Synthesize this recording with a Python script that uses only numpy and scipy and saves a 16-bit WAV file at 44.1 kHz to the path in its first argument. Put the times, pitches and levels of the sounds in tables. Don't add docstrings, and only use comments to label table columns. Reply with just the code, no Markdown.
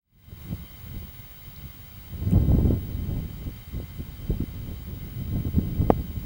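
import sys
import numpy as np
from scipy import signal
from scipy.fft import rfft, irfft, next_fast_len
from scipy.io import wavfile
from scipy.ndimage import map_coordinates

SR = 44100
rng = np.random.default_rng(int(sys.argv[2]) if len(sys.argv) > 2 else 0)


def to_wav(sig):
    pcm = np.clip(np.atleast_2d(sig), -1, 1) * 32767
    pcm = np.round(pcm).astype(np.int16)
    wavfile.write(sys.argv[1], SR, pcm.T)


N = 275625


def wind(rumble_db=-1.41, rumble_lumps_db=2.54, flutter_lumps_db=3.0, burst_db=2.4):
    # frequency in Hz, relative density in dB.
    rumble_colour = [(12, -27), (25, -5), (42, -1.5), (78, 2), (125, -2), (190, -7.5), (280, -23),
                     (450, -34.5), (900, -80)]
    flutter_colour = [(60, -38), (130, 0), (200, 1.5), (290, -2), (420, -10.5), (650, -19.5), (1000, -29.5),
                      (1600, -43.5), (3500, -65)]
    strength_db = wind_strength()
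    equal_db, growth = 17.5, 1.253
    flutter_db = equal_db + growth * (strength_db - equal_db)
    lumps = wobble(40)
    rumble = turbulence(rumble_colour, span_s=0.25) * unit(amp(rumble_lumps_db * lumps))
    flutter = turbulence(flutter_colour, span_s=0.28)
    flutter *= unit(amp(flutter_lumps_db * lumps + burst_db * wobble(130)))
    return rumble * amp(strength_db + rumble_db) + flutter * amp(flutter_db)


def wind_strength():
    # time in seconds, level in dB.
    flow = [(.35, -39.5), (.8, -43.5), (1.35, -47.5), (2.0, -45), (2.29, -25), (2.33, -18), (2.72, -17.5),
            (2.82, -32), (3.2, -28.5), (3.33, -38), (3.62, -41.5), (4.2, -38), (4.6, -33), (4.82, -37.5),
            (5.5, -32.5), (5.95, -20), (6.04, -34.5), (6.25, -33)]
    # crest time in seconds, level in dB, length in seconds.
    puffs = [(0.315, -32, 0.065), (0.521, -27.5, 0.051), (0.64, -38, 0.036), (0.948, -34, 0.14),
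             (1.48, -38, 0.052), (1.62, -39.5, .1), (2.639, -20, 0.035), (3.154, -25.5, 0.15),
             (3.466, -28.5, 0.061), (3.784, -28, 0.093), (3.99, -30.5, 0.059), (4.318, -24, 0.049),
             (4.41, -26.5, 0.052), (4.73, -30, 0.077), (4.929, -29, 0.056), (5.042, -31.5, 0.044),
             (5.196, -26.5, 0.046), (5.363, -23, 0.09), (5.467, -27, 0.024), (5.572, -22, 0.068),
             (5.813, -25.5, 0.081)]
    t = np.arange(N) / SR
    puff_power = sum(amp(db) ** 2 * bell(t, crest, length / 2) for crest, db, length in puffs)
    return 10 * np.log10(amp(curve(flow)) ** 2 + puff_power)


def turbulence(colour, span_s):
    air = noise(colour)
    power = signal.fftconvolve(air ** 2, signal.windows.hann(int(span_s * SR) + 3), "same")
    return unit(air / np.sqrt(np.abs(power) + 1e-9))


def eddies(wake_db=-20, wake_cycles=0.65):
    # crest time in seconds, peak of the push in dB, centre frequency in Hz,
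    # roundness (2 is a sharp snap, 10 a soft double swing).
    hits = [(.531, -34, 395, 3.3), (2.337, -11, 159, 6.3), (2.354, -21.5, 440, 6.2),
            (2.519, -18.5, 460, 5.5), (2.587, -14, 245, 2.6), (2.708, -11, 265, 5.6),
            (3.802, -25.5, 304, 2.9), (4.006, -26.5, 198, 8.1), (4.299, -17, 121, 8.6),
            (4.307, -19, 276, 4), (4.406, -18, 242, 14), (4.439, -24.5, 256, 18), (5.453, -22, 262, 11),
            (5.587, -9.5, 167, 5.8), (5.9028, 1.5, 258, 1.44), (5.9042, -7, 736, 5),
            (5.9068, -7.5, 390, 1.6)]
    out = np.zeros(N + SR)
    t = np.arange(-SR // 10, SR // 10) / SR
    for crest, db, hz, roundness in hits:
        push = np.real((1 - 2j * np.pi * hz * t / roundness) ** -(roundness + 1))
        band = signal.butter(2, [hz / 2, hz * 1.5], "band", fs=SR, output="sos")
        swirl = unit(signal.sosfilt(band, rng.standard_normal(len(t))))
        age = np.maximum(t, 0) * hz / wake_cycles
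        wake = amp(wake_db) * swirl * age * np.exp(1 - age)
        start = round((crest + t[0]) * SR)
        out[start:start + len(t)] += amp(db) * (push + wake)
    return out[:N]


def camera(hiss_db=-51.0, whirr_db=-58.0, tones_db=0.7, waver_db=0.5, drift_rad=1.14, whine_hz=15647):
    # frequency in Hz, relative density in dB.
    hiss_colour = [(15, 1), (35, 28.5), (80, 19), (200, 4.5), (450, 4), (900, 4.5), (1500, 3.5), (2500, -2),
                   (4400, -5.5), (8000, -7), (15800, -10.5)]
    # centre in Hz, width in Hz, relative level in dB.
    resonances = [(2075, 110, 2), (2345, 100, -1), (2700, 90, -5), (2870, 100, -4), (3125, 130, 4),
                  (3700, 190, -2.5), (3950, 190, -4), (4670, 160, -3), (9650, 450, -15), (11900, 260, -9),
                  (15300, 620, -8)]
    # frequency in Hz, relative level in dB.
    tone_levels = [(2082, -71.5), (2920, -75), (3122, -76), (3756, -76), (4597, -81), (5428, -87),
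                   (11891, -81), (12726, -86)]
    # time in seconds, rms level in dB.
    whine_levels = [(0.5, -50.5), (1.12, -47), (2.71, -50.5), (2.8, -47), (3.05, -50), (3.78, -52),
                    (4.78, -51), (4.93, -48.5), (6.25, -48.5)]

    def whirr_response(f):
        powers = (amp(db) ** 2 / (1 + (2 * (f - hz) / width) ** 4) for hz, width, db in resonances)
        return np.sqrt(sum(powers))

    t = np.arange(N) / SR
    whirr = amp(whirr_db) * unit(filtered(rng.standard_normal(N), whirr_response))
    tones = np.zeros(N)
    for hz, db in tone_levels:
        level = amp(tones_db + db + waver_db * wobble(12))
        tones += level * np.sin(2 * np.pi * hz * t + drift_rad * wobble(20))
    whine = amp(curve(whine_levels)) * np.sin(2 * np.pi * whine_hz * t)
    hiss = amp(hiss_db) * noise(hiss_colour)
    return hiss + whirr + np.sqrt(2) * (tones + whine)


def ticks(life_s=0.0008, spread=0.29, body_hz=2500, body_width_hz=870, crest_factor_db=5.5):
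    # time in seconds, rough peak level in dB, centre of the crisp part in Hz,
    # how far the body lies under that part in dB.
    clicks = [(1.563, -42, 4500, 12), (2.3105, -38, 8500, -1), (2.3245, -39, 8450, -6)]
    t = np.arange(N) / SR
    out = np.zeros(N)
    for at, db, hz, under_db in clicks:
        colour = lambda f: bell(f, hz, spread * hz) + amp(-under_db) * bell(f, body_hz, body_width_hz)
        band = unit(filtered(rng.standard_normal(N), colour))
        out += amp(db - crest_factor_db) * band * bell(t, at, life_s)
    return out


def amp(db):
    return 10 ** (np.asarray(db) / 20)


def unit(x):
    return x / np.sqrt(np.mean(x ** 2) + 1e-20)


def bell(x, centre, width):
    return np.exp(-np.minimum(((x - centre) / width) ** 2, 50))


def curve(rows):
    return np.interp(np.arange(N) / SR, *np.transpose(rows))


def wobble(rate):
    return map_coordinates(rng.standard_normal(int(N * rate / SR) + 4), [np.arange(N) * rate / SR])


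def filtered(x, response):
    size = next_fast_len(N + SR // 2)
    return irfft(rfft(x, size) * response(np.fft.rfftfreq(size, 1 / SR)), size)[:N]


def noise(colour):
    hz, db = np.transpose(colour)
    response = lambda f: amp(np.interp(np.log(f + 1), np.log(hz), db))
    return unit(filtered(rng.standard_normal(N), response))


def scene():
    return (wind() + eddies() + ticks() + camera())[None]


def record(dry, fade_s=0.42, fade_power=2.4, top_hz=15780):
    fade = np.minimum(np.arange(N) / SR / fade_s, 1) ** fade_power
    clipped = np.clip(fade * dry[0], -1, 1)
    return filtered(clipped, lambda f: f < top_hz)[None]


dry = scene()
out = record(dry)
to_wav(out)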